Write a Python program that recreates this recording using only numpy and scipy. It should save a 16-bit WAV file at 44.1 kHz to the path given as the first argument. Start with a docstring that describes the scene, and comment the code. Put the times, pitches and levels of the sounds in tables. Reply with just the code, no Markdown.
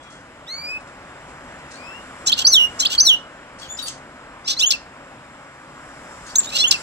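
"""Caged finch, close

A caged finch twitters in short bursts close to a pair of microphone ports a hand apart; a second bird
answers from further off. Each bird is two membranes whistling at once, with overtones, mixed tones and
noise that follows the loudness; each song reaches the right port first, then come walls and room.
Feathers rustle now and then as grainy puffs of noise. Outside, distant traffic is a wash of shaped
noise under a thin hiss, with a few drifting engine tones."""
import sys
import numpy as np
from scipy import signal
from scipy.fft import rfft, irfft, next_fast_len
from scipy.io import wavfile
from scipy.ndimage import uniform_filter1d, map_coordinates

SR = 44100
rng = np.random.default_rng(int(sys.argv[2]) if len(sys.argv) > 2 else 0)


def store_wav(level_fs):
    """Save 16-bit WAV to argv[1]."""
    pcm = np.round(np.clip(np.atleast_2d(level_fs), -1, 1) * 32767)
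    wavfile.write(sys.argv[1], SR, pcm.T.astype(np.int16))


N = 300762
TOP_HZ = 16100  # band limit
SLUR = -1  # in place of an attack: the note before melts into this one
SLUR_SHARE = .3  # share of the slurred note that the melting takes
EDGE_DB = 20  # level drop across each attack or release

# Distant traffic over time: (time [s], hum level [dB], hiss level [dB]), both before a small trim
TRAFFIC_LEVELS = [(0.0, -44.5, -62.5), (1.42, -40, -57), (3.06, -38, -48), (3.21, -41.5, -60),
                  (5.58, -43, -59.5), (6.82, -36.5, -42.5)]
# Colour of the low wash, relative: (frequency [Hz], density [dB per Hz])
HUM_COLOUR = [(12, -37.5), (20, -12), (65, -3), (98, -7), (139, -4), (216, -5.5), (254, -1), (432, -9),
              (557, -2), (686, -5.5), (864, -4), (1440, -3.5), (2130, -9.5), (3080, -17), (5000, -28.5),
              (6500, -50.5), (11000, -120)]
# Colour of the thin hiss, relative: (frequency [Hz], density [dB per Hz])
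HISS_COLOUR = [(1760, -37), (3000, -8.5), (4050, -14.5), (5330, -1.5), (6000, -9), (7560, 0),
               (11000, -20.5), (14400, -32), (16000, -40)]
# Far engine tones: (mean pitch [Hz], mean level [dB])
ENGINE_TONES = [(141, -60), (271, -63), (631, -60)]

# Feather rustles: (time [s], level before the onset ramp [dB], decay length [s])
RUSTLE_PUFFS = [(0.022, -50, 0.026), (0.097, -49.5, 0.095), (0.798, -46, 0.015), (0.87, -50, 0.032),
                (1.28, -48, 0.027), (1.58, -56, 0.036), (1.704, -41.5, 0.057), (3.584, -38.5, 0.041),
                (3.773, -38, 0.051), (3.866, -32, 0.039), (6.26, -41, .07)]
# Colour of feathers, relative: (frequency [Hz], density [dB per Hz])
FEATHER_COLOUR = [(2000, -42), (4000, 11), (7000, 11.5), (9000, 8.5), (12000, -57), (16000, -20.5)]

# Stereo picture of traffic and feathers at the two ports:
# (frequency [Hz], left-right likeness [-1 to 1])
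PORT_LIKENESS = [(60, 0.99), (180, 0.97), (550, 1), (1650, 0.98), (4970, -0.55), (15000, 1)]
# (frequency [Hz], left minus right [dB])
NOISE_LEAN = [(60, -1), (180, -0.5), (550, 2.5), (1650, 0.5), (4970, 0), (15000, 5.5)]
# the wash comes from one side: (frequency [Hz], phase lead of the left port [rad])
NOISE_TWIST = [(250, 0.13), (1000, 1), (2500, 1.4)]

# Nearby walls: (delay [s], left level [dB], right level [dB]), scaled for each bird by its wall level
WALL_ECHOES = [(.0012, 0.5, -15), (.0046, -25.5, -1.5), (0.013, -24, -18), (0.023, -28, -28)]
# Decay of the room: (frequency [Hz], time to fall 60 dB [s])
ROOM_DECAY = [(2000, 0.2), (5000, 0.27), (12000, 0.099)]
# Far bird at the ports: (frequency [Hz], left minus right [dB])
FAR_BIRD_LEAN = [(3500, 11.5), (7000, 3.5)]
# Near bird at the ports: (frequency [Hz], left minus right [dB])
NEAR_BIRD_LEAN = [(1500, 3), (2900, -3), (4500, 0), (8000, 1.5), (14000, 3.5)]

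# Tones at m x left pitch + n x right pitch while both sides sound: (m [-], n [-])
MIXED_TONES = [(1, 1), (2, -1), (-1, 2), (2, 1), (1, 2), (3, -1), (-1, 3)]
# Strength of each mixed tone: one column (level [dB])
MIXED_TONE_DB = [-1.5, -15, -12.5, -6, -10, -10.5, -8]
# Hoarse stretches, where pitch and level flutter more and a rasp is added: (from [s], to [s], roughness [0-1])
HOARSE_STRETCHES = [(2.262, 2.3, .25), (2.36, 2.43, .6), (2.795, 2.835, .25), (2.895, 2.965, .6),
                    (3.6, 3.67, .6), (3.765, 3.82, .4), (3.86, 3.91, .8), (4.472, 4.54, .4),
                    (4.59, 4.615, .2), (4.709, 4.735, .6), (6.26, 6.33, .6), (6.404, 6.465, 1),
                    (6.49, 6.59, .5), (6.713, 6.74, .6)]
# What leaves the beak: (frequency [Hz], gain [dB])
BEAK_GAIN = [(1000, -4.5), (1800, -17.5), (2600, -1), (8000, 4), (9800, -3.5), (12500, 6), (16000, 6.5)]
# Faint treble noise that follows the loudness of the notes, relative: (frequency [Hz], density [dB per Hz])
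TREBLE_COLOUR = [(6000, -29), (9500, -14), (11000, -1.5), (16000, -24)]
# Rasping noise of the hoarse stretches, relative: (frequency [Hz], density [dB per Hz])
RASP_COLOUR = [(1500, -26.5), (3000, 7.5), (5500, 0.5), (8000, -3.5), (9500, -22.5), (12500, -18),
               (16000, -30)]

# Every note table below has one row a note, its level and pitch before flutter and beak:
# (start [s], length [s], first pitch [Hz], last pitch [Hz], glide haste [1/s], full level [dB], attack [s],
#  release [s], throat resonance over pitch at the start [ratio], the same at the end [ratio])
# Glide haste over 0 makes the glide come early, under 0 late.
# Far bird, left side of the voice box; columns as above
FAR_LEFT_NOTES = [(0, .2, 3377, 3290, 2.5, -58.5, .001, .02, 1, 1),
                  (1.725, .065, 1690, 2390, 15.5, -46, .03, 0, 1.9, 1.2),
                  (1.79, .24, 2390, 2950, 0, -44, SLUR, 0.049, 1.56, 0.95),
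                  (3.615, 0.053, 3350, 2870, -58, -31.5, 0.0396, .04, 1.5, 1.1),
                  (3.675, .085, 3150, 3544, 58, -36, 0.031, .025, 1.57, 2),
                  (3.782, .03, 3450, 4020, 70, -31.5, 0.01, .012, 1.05, 0.89),
                  (3.82, .068, 4480, 4600, 95, -23.5, 0.009, 0.091, 1.67, 1.6),
                  (6.263, .034, 6610, 6560, 100, -50, .002, 0.032, 1, 1)]
# Far bird, right side; columns as above
FAR_RIGHT_NOTES = [(0, .08, 2450, 2365, 1, -50, .08, .005, 0.9, 0.78),
                   (3.61, .045, 4600, 4500, 103, -44, 0.0082, .04, 1, 1),
                   (3.768, 0.02, 4640, 6110, 10, -35.5, .008, .015, 1, 1),
                   (3.81, 0.02, 3120, 3950, 128, -40.5, .001, .015, 1, 1),
                   (3.853, .047, 4030, 2836, 1.5, -41.5, .03, .01, 1.95, 1.95),
                   (6.283, 0.041, 4550, 4560, 3, -41, .02, .022, 1, 1)]
# Near bird, left side, notes sung once; columns as above
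NEAR_LEFT_NOTES = [(.461, .089, 1500, 2210, 32, -31, 0.019, 0, 1.4, 1.63),
                   (.55, .12, 2208, 2420, 3, -32.5, SLUR, 0, 1.6, 1.53),
                   (.67, .12, 2420, 2570, 30.5, -28.5, SLUR, 0.018, 1.5, 0.88),
                   (4.445, .103, 1140, 1780, 13, -24, .06, .04, 4.1, 2.26),
                   (4.564, .025, 1934, 2190, 13, -29, 0.0033, 0, 1.5, 2.3),
                   (4.59, 0.022, 2196, 2700, 121.5, -22, 0.00033, .012, 2.2, 2),
                   (4.621, .035, 2574, 3200, 18, -3.5, 0.025, 0.0178, 1.4, 1.1),
                   (4.656, .047, 3200, 3470, 38.5, -10.5, SLUR, 0.058, 1.92, 1.72),
                   (6.353, 0.011, 3220, 5260, -37.5, -16, 0.0028, .008, 1.8, 1.2),
                   (6.381, 0.025, 6840, 7800, 15, -11.5, 0.0034, 0.013, 1, 1),
                   (6.466, 0.032, 3550, 3900, 47.5, -32.5, 0.0049, 0, 1.5, 1),
                   (6.503, .08, 1180, 1480, 9.5, -21.5, 0.056, .01, 1.7, 2.8),
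                   (6.585, .056, 3250, 3520, 9, -10.5, .08, 0.0098, 1.5, 1.01)]
# Near bird, right side, notes sung once; columns as above
NEAR_RIGHT_NOTES = [(4.473, .084, 1800, 2313, 1, -26, 0.0033, .04, 3.3, 1.6),
                    (4.592, .042, 2860, 4324, 1.5, -13.5, 0.022, 0.0196, 1.67, .9),
                    (6.357, .025, 6136, 6900, 57, -13, 0.0011, 0.021, 1, 1.3),
                    (6.404, .061, 6730, 6780, -7, -42.5, .03, 0.00085, 0.69, 1),
                    (6.492, .018, 3752, 4394, -1, -37, .005, 0.0056, 1.05, 1.05),
                    (6.57, 0.058, 1679, 2156, 37, -11.5, 0.045, 0.021, 2.34, 2),
                    (6.636, 0.032, 2590, 3270, 31.5, -10, 0.0065, 0.015, 1.1, 0.9),
                    (6.665, 0.0377, 3270, 3468, 41.5, -22.5, SLUR, .015, 1.25, 2.28)]
# The twitter, left side; columns as above, starts count from the start of the twitter
TWITTER_LEFT_NOTES = [(0, .037, 3410, 4200, 55, -11, 0.035, .016, 2.1, 0.6),
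                      (.055, .008, 3292, 4900, 121.5, -7.5, 0.014, .001, 1, 1.05),
                      (.151, .017, 3185, 3260, -0.5, -21, .007, 0.012, 1.3, 0.91),
                      (.184, .021, 4320, 4850, 3, -3.5, .012, .012, 1, 1),
                      (.247, .05, 4580, 3372, -20, -12.5, 0.034, 0, 1.02, 1.3),
                      (.297, 0.068, 3394, 2877, 56, -10.5, SLUR, 0.0039, 1.02, .98),
                      (.35, .065, 2872, 2870, -2.5, -12, SLUR, 0.029, .98, 0.75)]
# The twitter, right side; columns as above, starts count from the start of the twitter
TWITTER_RIGHT_NOTES = [(0, .028, 2580, 3070, 30.5, -9.5, .01, 0.0374, 1.9, 2.1),
                       (.028, .027, 3080, 3247, 38, -20.5, SLUR, .01, 1.1, 1),
                       (.058, .021, 2500, 5180, -25, -0.5, .008, 0.024, 1.1, 1),
                       (.103, .053, 1390, 1658, -41, -16.5, 0.038, 0.026, 2.2, 1.9),
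                       (.204, .042, 3500, 6157, 262.5, -2.5, .001, 0.062, 1, 1),
                       (.247, 0.047, 5980, 5550, 24, -13, 0.028, 0.019, 1, 1)]
# Both twitters: (start [s], louder by [dB], drawn out by [factor], broken off after [s])
TWITTER_TIMES = [(2.262, 0.5, 1.001, .415), (2.792, 0, 1.015, .374)]
# The closing chip, second part: a quieter down-sweep 4 ms after the first, like a quick echo,
# then a falling tail; columns as above, starts count from the start of the chip
CHIP_LEFT_NOTES = [(.004, .0095, 6080, 3230, 153, -14.5, .001, .006, 1.1, 1.3),
                   (.0135, 0.0064, 3204, 2550, 30, -22, 0.0036, .001, 1.3, 1.7),
                   (.029, .026, 2780, 2420, -29, -18, .002, .02, 1.1, 1.5)]
# The closing chip, first part: the louder down-sweep and its fall; columns as above, from the chip's start
CHIP_RIGHT_NOTES = [(0, .0075, 6144, 3042, 60, -6.5, 0.00046, 0.0053, 1, 1.6),
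                    (.0075, .021, 3090, 1477, 60.2, -14, .01, 0.015, 1.45, 2.3)]
# Both chips: (start [s], louder by [dB], drawn out by [factor], broken off after [s])
CHIP_TIMES = [(4.7055, -1, 1, .06), (6.7095, 1, 1, .06)]


def amp(db):
    """Decibels to an amplitude factor."""
    return 10 ** (np.asarray(db) / 20)


def unit(x):
    """x scaled to rms 1."""
    return x / np.sqrt(np.mean(x ** 2) + 1e-20)


def along(points, hz):
    """(Hz, value) points read on a log frequency axis."""
    f, value = np.transpose(points)
    return np.interp(np.log(hz + 1), np.log(f + 1), value)


def wobble(rate):
    """A smooth random curve of rms 1, rate knots a second."""
    knots = rng.standard_normal(int(N * rate / SR) + 4)
    return unit(map_coordinates(knots, [np.arange(N) * rate / SR]))


def filtered(x, response):
    """x times a complex response of frequency."""
    m = next_fast_len(N + SR // 2)
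    return irfft(rfft(x, m) * response(np.fft.rfftfreq(m, 1 / SR)), m)[..., :N]


def stretches(spans, t, ramp):
    """Sum of flat-topped windows (from s, to s, height) with sloped ends."""
    return sum(height * np.clip(np.minimum(t - start, end - t) / ramp + .5, 0, 1)
               for start, end, height in spans)


def rush(colour, patchy_db):
    """Stereo noise of rms 1: random patches of gain, coloured, then spread over the two ports."""
    z = signal.stft(rng.standard_normal((2, N)), nperseg=512)[2]
    patches = uniform_filter1d(rng.standard_normal(z.shape[1:]), size=6, axis=0)
    patches = uniform_filter1d(patches, size=14, axis=1)
    pair = signal.istft(z * amp(patchy_db * unit(patches)), nperseg=512)[1][:, :N]

    def mid_side(hz):
        # the angle between the ports sets how alike they are
        angle = np.arccos(np.clip(along(PORT_LIKENESS, hz), -1, 1)) / 2
        return amp(along(colour, hz)) * [np.cos(angle), np.sin(angle)]

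    def lean(hz):
        log_gain = along(NOISE_LEAN, hz) * np.log(10) / 20
        return np.exp(np.outer([.5, -.5], log_gain + 1j * along(NOISE_TWIST, hz)))

    mid, side = filtered(pair, mid_side)
    return unit(filtered(np.array([mid + side, mid - side]), lean))


def traffic():
    """A low wash that swells as cars pass, and a thin hiss above it: two noises under level curves."""
    s, hum_db, hiss_db = np.transpose(TRAFFIC_LEVELS)
    t = np.arange(N) / SR
    hum = amp(np.interp(t, s, hum_db) + 0.5) * rush(HUM_COLOUR, patchy_db=1.0)
    hiss = amp(np.interp(t, s, hiss_db) + 1.5) * rush(HISS_COLOUR, patchy_db=1.2)
    return hum + hiss


def drones():
    """Far engines: sine tones that drift in pitch and strength."""
    total = 0
    for hz, db in ENGINE_TONES:
        level = amp(db + 3 * wobble(5))
        phase = 2 * np.pi * np.cumsum(hz * (1 + .015 * wobble(11))) / SR
        total = total + level * np.sin(phase)
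    return total


def rustles():
    """Feathers brushing: short grainy puffs of treble noise, quick onset and exponential decay."""
    t = np.arange(N) / SR
    swell = 0
    for s, db, length in RUSTLE_PUFFS:
        onset = np.clip((t - s) / .012, 0, 1)
        swell = swell + amp(db) * onset * np.exp(-np.abs(t - s) / length)
    grain = amp(2 * wobble(190))
    return swell * grain * rush(FEATHER_COLOUR, patchy_db=1.5)


def note(start, length, first_hz, last_hz, haste, db, attack, release, throat0, throat1):
    """One note as (s, pitch Hz, level dB, throat Hz) points: a bent glide under attack, hold and release."""
    t = length * np.linspace(0, 1, 40)
    bend = haste + 1e-3  # never exactly 0
    hz = first_hz + (last_hz - first_hz) * np.expm1(-bend * t) / np.expm1(-bend * length)

    def edge(away, span):
        return np.clip(1 - (away + 1e-6) / (abs(span) + 1e-9), 0, 1)

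    level = db - EDGE_DB * (edge(t, attack) + edge(length - t, release))
    throat = hz * (throat0 + (throat1 - throat0) * t / length)
    return list(zip(start + t, hz, level, throat))


def sung(once, *figures):
    """All notes of one side: those sung once, and each figure at each of its repeats."""
    rows = []
    for figure, repeats in figures:
        for at, more_db, slow, stop in repeats:
            for s, length, f0, f1, haste, db, *rest in figure:
                kept = min(length * slow, stop - s * slow)
                rows.append((at + s * slow, kept, f0, f1, haste, db + more_db, *rest))
    notes = []
    for *head, attack, release, throat0, throat1 in sorted(once + rows, key=lambda row: row[0]):
        points = note(*head, max(attack, 0), release, throat0, throat1)
        if notes:  # a side sings one note at a time
            notes[-1] = [p for p in notes[-1] if p[0] <= points[0][0]]
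        if attack == SLUR:
            points = notes.pop() + points[int(SLUR_SHARE * len(points)):]
        notes.append(points)
    return notes


def membrane(notes, rough, on):
    """One membrane: its pitch, phase, strength and throat gain, for the samples in on."""
    s, *cols = np.transpose(np.concatenate(sorted(notes)))
    hz, db, throat = (np.interp(on / SR, s, c) for c in cols)
    gate = stretches([(n[0][0], n[-1][0], 1) for n in notes], on / SR, ramp=0.0062)
    # low nasal notes and hoarse ones ring a wider throat
    width = 600 + 900 * np.clip(2.2 - hz / 1500, 0, 1) + 700 * rough
    hz = hz * (1 + (.002 + .012 * rough) * wobble(500)[on])

    def passed(f):
        resonance = 1 / (1 + ((f - throat) / width) ** 2) ** 1.6
        floor = amp(-27.5) / (1 + (f / 9500) ** 4)
        return (f > 0) * (f < TOP_HZ) * (resonance + floor)

    flutter_db = (1.22 + 2.5 * rough) * wobble(250)[on]
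    strength = np.sqrt(2) * amp(db + flutter_db) * np.minimum(gate, 1)
    # the level is that of all overtones together, after the throat
    strength = strength / np.sqrt(sum(passed(k * hz) ** 2 / k for k in range(1, 8)))
    return hz, 2 * np.pi * np.cumsum(hz) / SR, strength, passed


def bird(left_notes, right_notes, treble_db, rasp_db):
    """Overtones of both membranes through the throat, their mixed tones and noise, shaped by the beak."""
    spans = [(n[0][0], n[-1][0], 1) for n in left_notes + right_notes]
    on = np.flatnonzero(stretches(spans, np.arange(N) / SR, ramp=.02))  # the samples with song
    rough = stretches(HOARSE_STRETCHES, on / SR, ramp=0.0036)
    sides = [membrane(notes, rough, on) for notes in (left_notes, right_notes)]
    song = 0
    for hz, phase, strength, passed in sides:
        for k in range(1, 8):
            song = song + strength * passed(k * hz) / np.sqrt(k) * np.sin(k * phase + k * k)

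    (hz1, phase1, a1, passed1), (hz2, phase2, a2, passed2) = sides
    loud = np.sqrt(np.abs(uniform_filter1d(song ** 2, size=180)))
    # for a given loudness, mixed tones are strongest when both sides are equally strong
    both = loud * 2 * np.sqrt(a1 * a2) / (a1 + a2 + 1e-9)
    for (m, n), db in zip(MIXED_TONES, MIXED_TONE_DB):
        hz = m * hz1 + n * hz2
        throat_gain = np.sqrt(passed1(hz) + passed2(hz))
        song = song + amp(db) * both * throat_gain * np.sin(m * phase1 + n * phase2)

    def noise(colour):
        return unit(filtered(rng.standard_normal(N), lambda hz: amp(along(colour, hz))))[on]

    treble = amp(treble_db) * noise(TREBLE_COLOUR)
    rasp = amp(rasp_db) * rough * noise(RASP_COLOUR)
    out = np.zeros(N)
    out[on] = song + loud * (treble + rasp)
    return filtered(out, lambda hz: amp(along(BEAK_GAIN, hz)))


def placed(x, lag, lean, wall_db, room_db):
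    """A bird in its place: the left port hears x lag seconds late; walls and room answer."""
    def late(hz, s):
        return np.exp(-2j * np.pi * hz * s)

    def ports_and_walls(hz):
        ports = amp(np.outer([.5, -.5], along(lean, hz))) * [late(hz, lag), late(hz, 0)]
        walls = sum(amp([[left], [right]]) * late(hz, s) for s, left, right in WALL_ECHOES)
        return ports * (1 + amp(wall_db) * walls)

    hz, t, z = signal.stft(rng.standard_normal((2, SR // 3)), SR, nperseg=256)
    decay = amp(-60 * t / along(ROOM_DECAY, hz)[:, None])
    tail = signal.istft(z * decay, SR, nperseg=256)[1]
    tail = tail / np.linalg.norm(tail[0])
    delayed = np.pad(x, (200, 0))[None]  # the room answers 200 samples late
    room = signal.fftconvolve(delayed, tail, axes=1)[:, :N]
    return filtered(x, ports_and_walls) + amp(room_db) * room


def far_bird():
    """The answering bird: two membranes heard from further off, with a strong share of room."""
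    song = bird(sung(FAR_LEFT_NOTES), sung(FAR_RIGHT_NOTES), treble_db=-40, rasp_db=1.5)
    return placed(song, lag=0.00016, lean=FAR_BIRD_LEAN, wall_db=-21, room_db=-4)


def near_bird():
    """The caged finch: two membranes heard close, with twitters and chips, walls near and little room."""
    left = sung(NEAR_LEFT_NOTES, (TWITTER_LEFT_NOTES, TWITTER_TIMES), (CHIP_LEFT_NOTES, CHIP_TIMES))
    right = sung(NEAR_RIGHT_NOTES, (TWITTER_RIGHT_NOTES, TWITTER_TIMES), (CHIP_RIGHT_NOTES, CHIP_TIMES))
    song = bird(left, right, treble_db=-44, rasp_db=3.0)
    return placed(song, lag=0.0004908, lean=NEAR_BIRD_LEAN, wall_db=-8.0, room_db=-16)


def scene():
    """Traffic and engines outside, feathers, the far bird, and the finch in front."""
    return traffic() + drones() + rustles() + far_bird() + near_bird()


def record(dry):
    """The loudest peaks are rounded off, and nothing is kept above the band limit."""
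    rounded = dry / (1 + np.abs(dry / .95) ** 6) ** (1 / 6)
    return filtered(rounded, lambda hz: hz < TOP_HZ)


dry = scene()
out = record(dry)
store_wav(out)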